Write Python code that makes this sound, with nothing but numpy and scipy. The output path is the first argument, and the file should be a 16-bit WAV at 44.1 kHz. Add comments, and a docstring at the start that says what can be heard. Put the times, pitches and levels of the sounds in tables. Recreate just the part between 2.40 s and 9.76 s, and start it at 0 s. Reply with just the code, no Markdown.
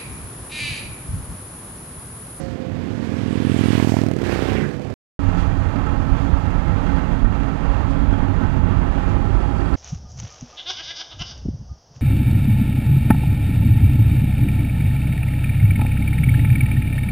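"""V-twin motorcycles ride in column on a country road, heard in the right channel.
Each firing is a pressure pulse shaped by the resonances of an exhaust pipe. A slow cruiser and a
faster twin pass within a few metres, their beats falling in pitch by the Doppler effect.
After a short silence the column approaches from afar: many pulse trains superpose into a drone
over tyre roar, and turbulent wind buffets the microphone."""
import sys
import numpy as np
from scipy import signal
from scipy.fft import rfft, irfft
from scipy.io import wavfile
from scipy.ndimage import uniform_filter1d, minimum_filter1d

SR = 44100
rng = np.random.default_rng(int(sys.argv[2]) if len(sys.argv) > 2 else 0)


def wav_out(sig):
    """Save sig, one row per channel (or a flat mono array), as 16-bit PCM at SR to the path in sys.argv[1]."""
    wavfile.write(sys.argv[1], SR, np.round(np.clip(np.atleast_2d(sig).T, -1, 1) * 32767).astype(np.int16))


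N = 324576
T = np.arange(N) / SR
FIRST_END_S, SECOND_START_S = 2.54, 2.792
TOP_HZ = 15600


def undb(db):
    """Decibels to amplitude ratio."""
    return 10 ** (np.asarray(db) / 20)

def unit(x):
    """Normalisation to rms 1."""
    return x / np.sqrt(np.mean(x ** 2))

def colour(x, points, skew=0.88, size=8192):
    """Filtering by a (frequency_hz, gain_db) outline, to rms 1; skew 0 is zero phase, 1 minimum phase."""
    hz, db = np.transpose(points)
    bins = np.maximum(np.arange(size // 2 + 1), 1) * SR / size
    skirts = (np.minimum(bins / hz[0], 1) / np.maximum(bins / hz[-1], 1)) ** 2
    cepstrum = irfft(np.log(skirts * undb(np.interp(np.log(bins), np.log(hz), db))))
    cepstrum[1:size // 2] *= 1 + skew
    cepstrum[size // 2 + 1:] *= 1 - skew
    response = np.roll(irfft(np.exp(rfft(cepstrum))), size // 2)
    return unit(signal.oaconvolve(x, response, mode="same"))

def noise(points):
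    """Spectrally shaped Gaussian noise of rms 1."""
    return colour(rng.standard_normal(N), points)

def walk(rate_hz):
    """Random modulation: levels held for 1 / rate_hz and smoothed twice; rms 1."""
    hold = int(SR / rate_hz)
    held = rng.standard_normal(N // 100)[np.arange(N) // hold]
    return unit(uniform_filter1d(uniform_filter1d(held, hold), hold))

def swell(crest_s, hold_s, level_db, rise_db_per_s, fall_db_per_s):
    """Exponential growth, hold and decay of a gain; every _SWELL lists these five arguments."""
    before_s, after_s = np.maximum(crest_s - T, 0), np.maximum(T - crest_s - hold_s, 0)
    return undb(level_db - rise_db_per_s * before_s - fall_db_per_s * after_s)

def glide(envelope, crest_hz, octaves_per_s, width_hz):
    """Quadrature modulation: a band of noise swells while its centre slides."""
    hz = np.minimum(crest_hz * 2 ** (octaves_per_s * (T - envelope[0])), TOP_HZ)
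    lowpass = signal.butter(2, width_hz / 2, fs=SR, output="sos")
    flutter = signal.sosfilt(lowpass, rng.standard_normal((2, N)))
    phase = 2 * np.pi * np.cumsum(hz) / SR
    return swell(*envelope) * unit(flutter[0] * np.sin(phase) + flutter[1] * np.cos(phase))

def bumps(rows, half_s):
    """Gaussian rises and dips in decibels, from (centre_s, change_db) rows."""
    return sum(db * np.exp(-((T - s) / half_s) ** 2) for s, db in rows)

def blows(rows, half_cycles):
    """Gaussian wave packets of air pressure, from (centre_s, pitch_hz, peak_db) rows."""
    out = 0
    for s, hz, db in rows:
        cycles = (T - s) * hz
        window = np.exp(-np.minimum((cycles / half_cycles) ** 2, 50))
        out = out - undb(db) * np.cos(2 * np.pi * cycles) * window
    return out

def doppler_cycles(abreast_s, cycle_hz, speed_m_per_s, distance_m, firing_s):
    """Doppler effect: the changing travel time lowers the rate at which engine cycles arrive."""
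    sent_s = T - np.hypot(speed_m_per_s * (T - abreast_s), distance_m) / 343
    return cycle_hz * (sent_s - np.interp(firing_s, T, sent_s))

def firings(cycles, rear_at, rear_db, spread_db):
    """Uneven pulse train of a V-twin: the front cylinder fires each cycle, the rear part of one later."""
    whole = np.arange(np.floor(cycles[0]), cycles[-1])
    chance = rng.standard_normal((N // 500, 2))[:len(whole)]
    size = undb(spread_db * chance + [0, rear_db])
    at = np.interp(whole[:, None] + [0, rear_at], cycles, np.arange(N), left=-1, right=-1).astype(int)
    return np.bincount(at[at >= 0], size[at >= 0], N)

def puffs(pulses, decay_s):
    """Exponential decay of the gas jet's power after each firing; mean 1."""
    power = signal.lfilter([1], [1, -np.exp(-1 / (decay_s * SR))], pulses ** 2)
    return power / power.mean()

def scatter(pulses, decay_s):
    """Scattering by road and trees smears each beat into a short tail; rms 1."""
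    tail = rng.standard_normal(N // 20) * np.exp(-T[:N // 20] / decay_s)
    return unit(signal.oaconvolve(pulses, tail)[:N])


# spectrum of the bikes further up the road: frequency_hz, gain_db
FAR_SPECTRUM = [(22, -31.5), (50, -8.5), (95, 4.5), (160, -3.5), (270, -2.5), (420, -10.5), (700, -18.5),
                (1100, -27), (4000, -65)]
def far_bikes():
    """Incoherent summation: distant engines blur into a low, wavering noise."""
    return noise(FAR_SPECTRUM) * undb(-32 + 0.97 * walk(6.3))

# partials of a multi-cylinder engine: harmonic_number, level_db
TOURER_HARMONICS = [(1, -1), (3, 1.5), (4, -10)]
TOURER_HZ, TOURER_SAG_HZ_PER_S = 176.1, 5
TOURER_FADE_SWELL, TOURER_RETURN_SWELL = (0, 0, -39.5, 0, 18), (1.0, 1.4, -46.5, 28, 34)
def tourer():
    """Periodic firings fuse into a harmonic hum that sinks as the bike leaves and wells up once more."""
    hz = TOURER_HZ - TOURER_SAG_HZ_PER_S * T
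    phase = 2 * np.pi * np.cumsum(hz * (1 + 0.0079 * walk(24.95))) / SR
    hum = sum(undb(db + 2 * walk(16)) * np.sin(k * phase) for k, db in TOURER_HARMONICS)
    return np.sqrt(2) * hum * (swell(*TOURER_FADE_SWELL) + swell(*TOURER_RETURN_SWELL))

# spectra of clatter, sizzle, tyre hiss and the finest spray of hiss: frequency_hz, gain_db
CLATTER_SPECTRUM = [(200, -1.5), (500, -1), (850, 0.5), (1250, -1), (1700, 0), (2500, -4.5), (4000, -13.5),
                    (6000, -22), (9000, -31.5)]
SIZZLE_SPECTRUM = [(2500, -11.5), (4500, 2.5), (6500, -2), (9000, -5), (11500, -15), (13000, -21.5),
                   (15500, -26)]
HISS_SPECTRUM = [(2000, -3), (3400, -0.5), (4800, 0.5), (5600, -5), (6600, -2), (7500, -9), (8400, -9.5),
                 (9500, -16), (12000, -17), (15500, -28.5)]
FIZZ_SPECTRUM = [(8000, -8.5), (11500, -2), (13000, -6), (15500, -6.5)]
# clatter, intake and tyres of each near bike:
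# crest_s, hold_s, level_db, rise_db_per_s, fall_db_per_s, treble_relative_db, treble_fall_db_per_s
RUSH_ENVELOPES = [(0, .02, -59.5, 20, 25, 5.5, 73), (0.704, 0.05, -45, 36, 44, -12, 30),
                  (1.003, 0.05, -41.5, 27, 32, -22, 32), (1.328, 0.21, -34, 41, 79, -10, 110),
                  (1.854, 0.24, -33, 200, 67, -17, 42)]
# fizz of a bike close by: crest_s, hold_s, level_db, rise_db_per_s, fall_db_per_s
FIZZ_ENVELOPES = [(1.39, 0.13, -52.5, 64, 80), (1.879, .22, -60, 121, 60)]
CLATTER_FLOOR_DB, HISS_FLOOR_DB, PULSING_SHARE = -46.5, -61, 0.072
INTAKE_SWELL, FLANK_SWELL = (1.33, .07, -37.5, 30, 80), (1.492, .04, -44.5, 130, 130)
def rush(jet_power):
    """Broadband noises of the near bikes add in power; the cruiser's firings modulate them lightly."""
    clatter_power, sizzle_power = undb(CLATTER_FLOOR_DB) ** 2, 0
    for crest_s, hold_s, db, rise, fall, treble_db, treble_fall in RUSH_ENVELOPES:
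        clatter_power += swell(crest_s, hold_s, db, rise, fall) ** 2
        sizzle_power += swell(crest_s, hold_s, db + treble_db, rise, treble_fall) ** 2
    pulsing = np.sqrt(1 + PULSING_SHARE * (jet_power - 1)) * undb(0.68 * walk(60.2))
    fizz = noise(FIZZ_SPECTRUM) * sum(swell(*row) for row in FIZZ_ENVELOPES)
    intake = glide(INTAKE_SWELL, crest_hz=2650, octaves_per_s=-.25, width_hz=1600)
    flank = glide(FLANK_SWELL, crest_hz=6400, octaves_per_s=-1, width_hz=3000)
    clatter = noise(CLATTER_SPECTRUM) * np.sqrt(clatter_power)
    sizzle = noise(SIZZLE_SPECTRUM) * np.sqrt(sizzle_power)
    hiss = noise(HISS_SPECTRUM) * undb(HISS_FLOOR_DB)
    return pulsing * (fizz + intake + flank + clatter + sizzle + hiss)

# spectrum of the reflected beat: frequency_hz, gain_db
ECHO_SPECTRUM = [(50, -21.5), (85, 4), (115, 3), (170, -10.5), (290, -5), (450, -20), (700, -29)]
ECHO_SWELL = (0.6, .95, -29.5, 24, 48)
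def tree_echo(pulses):
    """Diffuse reflection: the trees throw back the cruiser's beat."""
    return colour(scatter(pulses, decay_s=0.095), ECHO_SPECTRUM) * swell(*ECHO_SWELL)

# responses of the cruiser's pipe, deep and mid-range: frequency_hz, gain_db
THUMP_RESPONSE = [(25, -23.5), (62, -17.5), (86, 1.5), (110, 5.5), (165, -2.5), (255, 2), (290, 0.5),
                  (345, -4.5), (410, -7.5), (510, -22.5), (690, -27.5), (1000, -50), (2500, -41)]
BARK_RESPONSE = [(250, -27.5), (480, 0.5), (660, 7.5), (800, -6.5), (1020, -14), (1300, -25)]
APPROACH_SWELL, RECEDING_SWELL = (1.33, .23, -17.6, 17.5, 49), (2.42, 1.5, -39, 40, 20)
BARK_SWELL, RING_SWELL = (1.48, .15, -35.3, 36, 72), (1.5, .08, -37, 45, 120)
def cruiser_exhaust(pulses):
    """Pipe resonance rounds each pulse into a thump; jet turbulence makes each bark a little different."""
    receding = swell(*RECEDING_SWELL)
    thump = colour(pulses, THUMP_RESPONSE, skew=0.39) * (swell(*APPROACH_SWELL) + receding)
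    turbulence = rng.standard_normal(N) * np.sqrt(puffs(pulses, decay_s=0.0014))
    bark = colour(unit(pulses) + undb(3) * turbulence, BARK_RESPONSE, skew=0.17)
    bark *= undb(-1.5) * (swell(*BARK_SWELL) + undb(-9) * receding)
    # a hollow ring slides down as the pipe mouth goes by
    ring = glide(RING_SWELL, crest_hz=800, octaves_per_s=-2.2, width_hz=320)
    return ring * np.sqrt(puffs(pulses, decay_s=.0025)) - thump - bark

# chirps of the cruiser's drive belt: crest_s, level_db, pitch_hz
CHIRPS = [(.93, -57, 8300), (1.055, -56, 9700), (1.125, -53.5, 8600), (1.18, -51, 7600),
          (1.205, -54, 10300), (1.28, -50, 9400)]
TOOTH_HZ, CHIRP_WIDTH_HZ, CHIRP_OCTAVES_PER_S, CHIRP_FADE_DB_PER_S = 518, 1700, -1.7, 190
def drive_belt():
    """Amplitude modulation by meshing teeth puts a buzz on thin, falling chirps."""
    teeth = (1 + np.cos(2 * np.pi * np.cumsum(TOOTH_HZ * (1 + 0.0047 * walk(29.9))) / SR)) ** 2
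    lowpass = signal.butter(2, CHIRP_WIDTH_HZ / 2, fs=SR, output="sos")
    flutter = unit(signal.sosfilt(lowpass, rng.standard_normal(N)))
    chirps = 0
    for s, db, hz in CHIRPS:
        phase = 2 * np.pi * np.cumsum(hz * 2 ** (CHIRP_OCTAVES_PER_S * (T - s))) / SR
        chirps += undb(db - CHIRP_FADE_DB_PER_S * np.abs(T - s)) * np.sqrt(2) * np.sin(phase)
    return chirps * flutter * unit(teeth)

SPIT_SWELL = (1.66, .16, -53, 36, 70)
def gas_spit(jet_power):
    """Jet noise: gas spits from the cruiser's pipe at each firing, audible only close by."""
    gas = undb(-2) * noise(SIZZLE_SPECTRUM) + undb(6.5) * noise(CLATTER_SPECTRUM)
    return gas * np.sqrt(jet_power) * (swell(*SPIT_SWELL) + undb(-25) * swell(*RECEDING_SWELL))

# the cruiser's hardest pops: centre_s, pitch_hz, peak_db
POPS = [(1.4002, 900, -23.5), (1.4474, 860, -25), (1.5212, 790, -23), (1.5417, 720, -27),
        (1.5686, 850, -21.5), (1.6167, 730, -23.5), (1.7654, 400, -22), (1.8173, 420, -19),
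        (2.402, 620, -28), (2.455, 660, -25.5), (2.508, 560, -27)]
def exhaust_cracks():
    """Pressure transients of a cycle or two crack out of the pipe."""
    return blows(POPS, half_cycles=1.15)

# spectrum of the cruiser's beat from behind: frequency_hz, gain_db
BURBLE_SPECTRUM = [(80, -12.5), (140, -0.5), (270, -0.5), (400, -3), (600, -14), (900, -24.5)]
BURBLE_SWELL = (2.1, .35, -36, 45, 18)
def burble(pulses):
    """Roadside scattering smears the beat of the receding cruiser."""
    return colour(scatter(pulses, decay_s=0.034), BURBLE_SPECTRUM) * swell(*BURBLE_SWELL)

# engine and drive tones of the faster twin: cycle_multiple, level_db, loudest_s
GROWL_TONES = [(3, -6, 1.87), (4, -10, 2.02), (4.99, 1, 2.25), (6, -5.5, 1.88), (7.01, -.5, 2.2),
               (7.05, -5, 1.92), (8.6, -9, 2.2), (10.99, -3.8, 1.85), (11.9, -9, 2.2), (14, -11, 2.2),
               (15, -8.5, 2.12), (18, -14, 2.1), (20, -15, 2), (24.6, -13, 2.08)]
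# response of its pipe: frequency_hz, gain_db
TWIN_RESPONSE = [(25, -37), (45, -19), (62, -1), (95, 3.5), (150, -13.5), (280, -2), (450, -5),
                 (620, -16.5), (900, -21), (1300, -28)]
GROWL_SWELL, BEAT_SWELL = (1.86, .38, -27.8, 70, 55), (1.89, .28, -26.4, 90, 85)
BEAM_DB_PER_S = 55
def faster_twin(pulses, cycles):
    """Directivity: over a quick exhaust beat, each tone peaks as its own beam sweeps past."""
    growl = 0
    for multiple, db, loudest_s in GROWL_TONES:
        beam = undb(db - BEAM_DB_PER_S * np.abs(T - loudest_s) + 1.4 * walk(14))
        growl += beam * np.sin(2 * np.pi * (multiple * cycles + rng.random()))
    beat = colour(unit(pulses) + undb(-16) * scatter(pulses, decay_s=.025), TWIN_RESPONSE, skew=0.35)
    return np.sqrt(2) * growl * swell(*GROWL_SWELL) - beat * swell(*BEAT_SWELL)

WHOOSH_SWELL, TAIL_SWELL = (2.175, .03, -35, 90, 130), (2.25, .015, -38.5, 200, 190)
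def whoosh():
    """A falling whoosh with a hollow end, as the faster twin passes and its road reflection shifts."""
    body = glide(WHOOSH_SWELL, crest_hz=2050, octaves_per_s=-4.5, width_hz=1400)
    tail = glide(TAIL_SWELL, crest_hz=1720, octaves_per_s=-1, width_hz=400)
    return (body + tail) * unit(undb(1.9 * walk(120)))

# paths of the cruiser and the faster twin: abreast_s, cycle_hz, speed_m_per_s, distance_m, firing_s
NEAR_PATHS = [(1.6937, 20.1138, 19.6694, 1.6708, 1.4266), (2.2652, 29.6247, 21.065, 3.3061, 2.056)]
def near_twins():
    """Moving sources: two Doppler-shifted pulse trains drive the sounds of the close pass."""
    slow_cycles, fast_cycles = (doppler_cycles(*row) for row in NEAR_PATHS)
    slow = firings(slow_cycles, rear_at=.433, rear_db=-1.2, spread_db=.6)
    fast = firings(fast_cycles, rear_at=.58, rear_db=-12, spread_db=.8)
    jet_power = puffs(slow, decay_s=0.0018)
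    return (gas_spit(jet_power) + tree_echo(slow) + whoosh() + cruiser_exhaust(slow) + exhaust_cracks()
            + burble(slow) + faster_twin(fast, fast_cycles) + rush(jet_power) + drive_belt())

# engines of the distant column: cycle_hz, level_db
ENGINES = [(18.9, -1.5), (19.5, 3.5), (20.7, 2), (21.3, -5), (21.9, -2), (23.3, -2), (25.2, -7.5),
           (29.1, -5.5)]
def column_firings():
    """Independent oscillators: one pulse train a bike, each at its own slightly unsteady rate."""
    bikes = []
    for hz, db in ENGINES:
        cycles = rng.random() + np.cumsum(hz * (1 + .008 * walk(1.5))) / SR
        bikes.append(undb(db) * firings(cycles, rear_at=.435, rear_db=-0.5, spread_db=4.5))
    return bikes

# response of the column's pipes: frequency_hz, gain_db
DRONE_RESPONSE = [(25, -8), (60, -12.5), (95, 0.5), (150, 1), (210, -1), (285, -1.5), (320, -13), (360, -7),
                  (450, -17), (850, -24.5), (1400, -23.5), (4000, -61.5)]
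def drone(pulses):
    """Superposition: direct and scattered exhaust pulses merge into a drone."""
    arrivals = unit(pulses) + undb(-5) * scatter(pulses, decay_s=0.055)
    return colour(arrivals, DRONE_RESPONSE) * undb(-29 + 0.8 * walk(8.1))

# spectrum of the column's tyre roar: frequency_hz, gain_db
ROAR_SPECTRUM = [(200, -2.5), (450, 1), (700, 1.5), (900, 1), (1050, -0.5), (1200, 0.5), (1420, -7.5),
                 (1750, -7), (2000, -12), (2600, -15), (3000, -18.5), (3500, -21.5), (4500, -29.5),
                 (7000, -63)]
def tyre_roar(pulses):
    """Rolling noise of many tyres, lightly modulated by the firings."""
    roar = noise(ROAR_SPECTRUM) * undb(-35 + 0.73 * walk(22))
    return roar * np.sqrt(0.87 + 0.12 * puffs(pulses, decay_s=0.006))

def column_hiss(pulses, fade_db_per_s=0.73):
    """Amplitude modulation: a slowly fading hiss flickers with the firings."""
    hiss = noise(HISS_SPECTRUM) * undb(-57.5 - fade_db_per_s * (T - SECOND_START_S))
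    return hiss * np.sqrt(1.23 + 0.32 * np.minimum(puffs(pulses, decay_s=0.0027), 10))

# resonances of engine cases and covers: pitch_hz, width_hz, level_db
CASE_MODES = [(850.4, 42, -45), (1325, 68, -47), (1522, 50, -51.5), (1865, 81, -53.5), (2096, 58, -57.5),
              (2382, 61, -60), (2740, 170, -58.5), (3274, 67, -61.5)]
def engine_cases(pulses):
    """Forced vibration: firings rattle the cases, whose narrow resonances swell and fade separately."""
    rattle = rng.standard_normal(N) * np.sqrt(puffs(pulses, decay_s=0.0047))
    out = 0
    for hz, width_hz, db in CASE_MODES:
        band = signal.butter(2, [hz - width_hz / 2, hz + width_hz / 2], "bandpass", fs=SR, output="sos")
        out += undb(db) * unit(signal.sosfilt(band, rattle) * undb(1.8 * walk(6.5)))
    return out

# weaker engine and gear tones: pitch_hz, level_db
GEAR_TONES = [(101.4, -37), (133, -36.5), (145, -42.5), (175.6, -38.5), (232.6, -45.5), (263, -45),
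              (284, -42), (477.4, -52), (543.5, -52), (804.8, -48), (832.4, -48), (1324, -50)]
def hums():
    """Fading: tones of the column waver as their paths through the air shift."""
    out = 0
    for hz, db in GEAR_TONES:
        phase = 2 * np.pi * np.cumsum(hz * (1 + 0.003003 * walk(2)) + 0.915 * walk(9)) / SR
        out += undb(db) * unit(undb(3.1 * walk(10)) * np.sin(phase))
    return out

# the column's two strongest notes as the riders' speeds drift: time_s, level_db, pitch_hz
LOW_TRACK = [(2.8, -27, 94.3), (3.35, -27, 92.4), (3.5, -30.5, 92.55), (3.85, -23, 93.07),
             (4.15, -35.5, 92.3), (4.37, -22, 92.38), (4.65, -46, 94), (5.2, -33, 94.9), (5.6, -29.5, 96.8),
             (6.4, -27.5, 95.65), (7.35, -35.5, 94.6)]
HIGH_TRACK = [(2.8, -35, 272.3), (3.14, -31, 272), (3.28, -45, 270), (3.42, -32, 274), (4.1, -33, 271),
              (4.35, -39, 272), (4.56, -31, 272), (4.87, -42, 269), (5.1, -30.5, 273.3), (5.32, -39, 272),
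              (5.5, -30, 273.8), (5.85, -35, 272), (6.15, -31.5, 272), (6.35, -38, 271), (7.35, -35, 272)]
def beating_notes(speed_spread=.014):
    """Beats: on each note, three engines at slightly different speeds interfere."""
    out = 0
    for track in (LOW_TRACK, HIGH_TRACK):
        s, db, hz = np.transpose(track)
        engines = 0
        for _ in range(3):
            gain, start_cycle = undb(4.2 * walk(25)), rng.random()
            pitch_hz = np.interp(T, s, hz) * (1 + speed_spread * walk(7)) + 1.494 * walk(18)
            engines += gain * np.sin(2 * np.pi * (start_cycle + np.cumsum(pitch_hz) / SR))
        out += undb(np.interp(T, s, db)) * unit(engines)
    return out

# spectrum of wind on the microphone: frequency_hz, gain_db
WIND_SPECTRUM = [(10, -15), (20, -8.5), (33, 7), (50, 5), (70, 2), (100, -5), (200, -18), (600, -54.5)]
# gusts and lulls: centre_s, change_db
GUST_LEVELS = [(3.04, 3.5), (3.38, -6), (4.02, -3), (4.18, 1.5), (4.42, -1.5), (4.86, -2.5), (5.15, -9),
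               (6.23, 5)]
# single buffets of air: centre_s, pitch_hz, peak_db
EDDIES = [(3.049, 54, -14), (3.104, 65, -15), (3.723, 63, -14), (3.939, 65, -11), (4.193, 46, -13),
          (4.556, 55, -15), (4.848, 39, -9), (5.302, 45, -16), (5.634, 54, -14), (5.689, 47, -15),
          (6.235, 58, -12), (6.38, 54, -15), (6.423, 70, -15), (6.509, 64, -14), (6.754, 57, -15),
          (6.972, 47, -12), (7.327, 72, -15)]
def wind():
    """Turbulent pressure on the microphone makes a deep rumble; the hardest eddies strike as thumps."""
    rumble = noise(WIND_SPECTRUM)
    levelled = rumble / np.sqrt(uniform_filter1d(rumble ** 2, size=6000))
    return levelled * undb(-23 + bumps(GUST_LEVELS, half_s=0.046)) + blows(EDDIES, half_cycles=.9)

WHISTLE_SWELL = (3.5, 3, -83, 10, 2)
def whistle():
    """Narrow-band noise is heard as a faint, sinking whistle."""
    return glide(WHISTLE_SWELL, crest_hz=12400, octaves_per_s=-.045, width_hz=380)

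# spectrum of a rasp: frequency_hz, gain_db
RASP_SPECTRUM = [(1800, -3), (2900, 6), (4500, -1), (7000, -9), (11000, -22), (15000, -28)]
# brief rasps from the machines: crest_s, level_db, decay_s
RASP_BURSTS = [(3.004, -46.5, 0.05), (4.5, -56, .05), (5.513, -50, .02), (6.7, -53, .04)]
def rasps():
    """Noise bursts from the machines grow and decay exponentially."""
    envelope = sum(undb(db) * np.exp(-np.abs(T - s) / decay_s) for s, db, decay_s in RASP_BURSTS)
    return envelope * noise(RASP_SPECTRUM)

# response of the leading bike's pipe: frequency_hz, gain_db
LEADER_RESPONSE = [(100, -18), (160, -6), (205, 3), (270, -9), (335, 1), (385, 0), (450, -20), (900, -23.5)]
LEADER_SWELL = (7.3, .1, -32.3, 13, 10)
def leader(pulses):
    """Pipe resonance and tyre sizzle grow as the head of the column nears."""
    return (colour(pulses, LEADER_RESPONSE) + undb(-29) * noise(SIZZLE_SPECTRUM)) * swell(*LEADER_SWELL)

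# light metal strikes on the nearest bike: start_s, level_db
STRIKES = [(7.028, -43), (7.08, -48), (7.185, -44), (7.208, -42), (7.26, -42), (7.291, -45), (7.342, -37.5)]
def clinks(pitch_hz=4550, decay_s=.0022):
    """Damped vibration: struck metal rings briefly, with a trace of noise."""
    envelope = sum(undb(db) * (T >= s) * np.exp(-np.abs(T - s) / decay_s) for s, db in STRIKES)
    return envelope * (np.sin(2 * np.pi * pitch_hz * T) + .25 * noise(RASP_SPECTRUM))

# the roar briefly swells and dips, and ducks under two hard wind thumps: centre_s, change_db
LEVEL_CHANGES = [(3.0, 1.2), (3.55, -1.2), (3.82, 2.2), (4.42, 1.3), (4.56, 2.1), (4.87, -3.3), (5.32, 1.6),
                 (6.24, -2), (6.6, 1.3), (7.22, -1.2)]
COLUMN_SWELL = (5.24, 0.55, 0.8, 0.22, 0.82)
def column():
    """Superposition of the column's exhausts, tyres and cases; the noisy layers share brief level changes."""
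    bikes = column_firings()
    pulses = sum(bikes)
    exhausts, head = drone(pulses), leader(bikes[0] + bikes[3])
    tyres, hiss, cases = tyre_roar(pulses), column_hiss(pulses), engine_cases(pulses)
    gain = undb(bumps(LEVEL_CHANGES, half_s=.05))
    return (exhausts + gain * (tyres + cases)) * swell(*COLUMN_SWELL) + head + gain * hiss

def scene():
    """The close pass, a silence, then the distant column."""
    close = near_twins() + tourer() + far_bikes()
    distant = column() + hums() + beating_notes() + rasps() + clinks() + whistle() + wind()
    gate = np.interp(T, [SECOND_START_S, SECOND_START_S + .0004, T[-1] - .006, T[-1]], [0, 1, 1, 0])
    return np.array([close * (T < FIRST_END_S) + distant * gate] * 2)

def record(dry):
    """Limiting: peaks duck the gain and clip before a low-pass; the left channel gets only a trace."""
    hot = 2 * dry
    ducking = minimum_filter1d(1 / np.maximum(np.abs(hot), 1), size=1800)
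    balance = np.array([[undb(-68.5)], [1]])
    clipped = np.clip(hot * uniform_filter1d(ducking, size=2400) * balance, -1, 1)
    return signal.sosfilt(signal.ellip(8, .2, 70, TOP_HZ, fs=SR, output="sos"), clipped)


dry = scene()
out = record(dry)
wav_out(out)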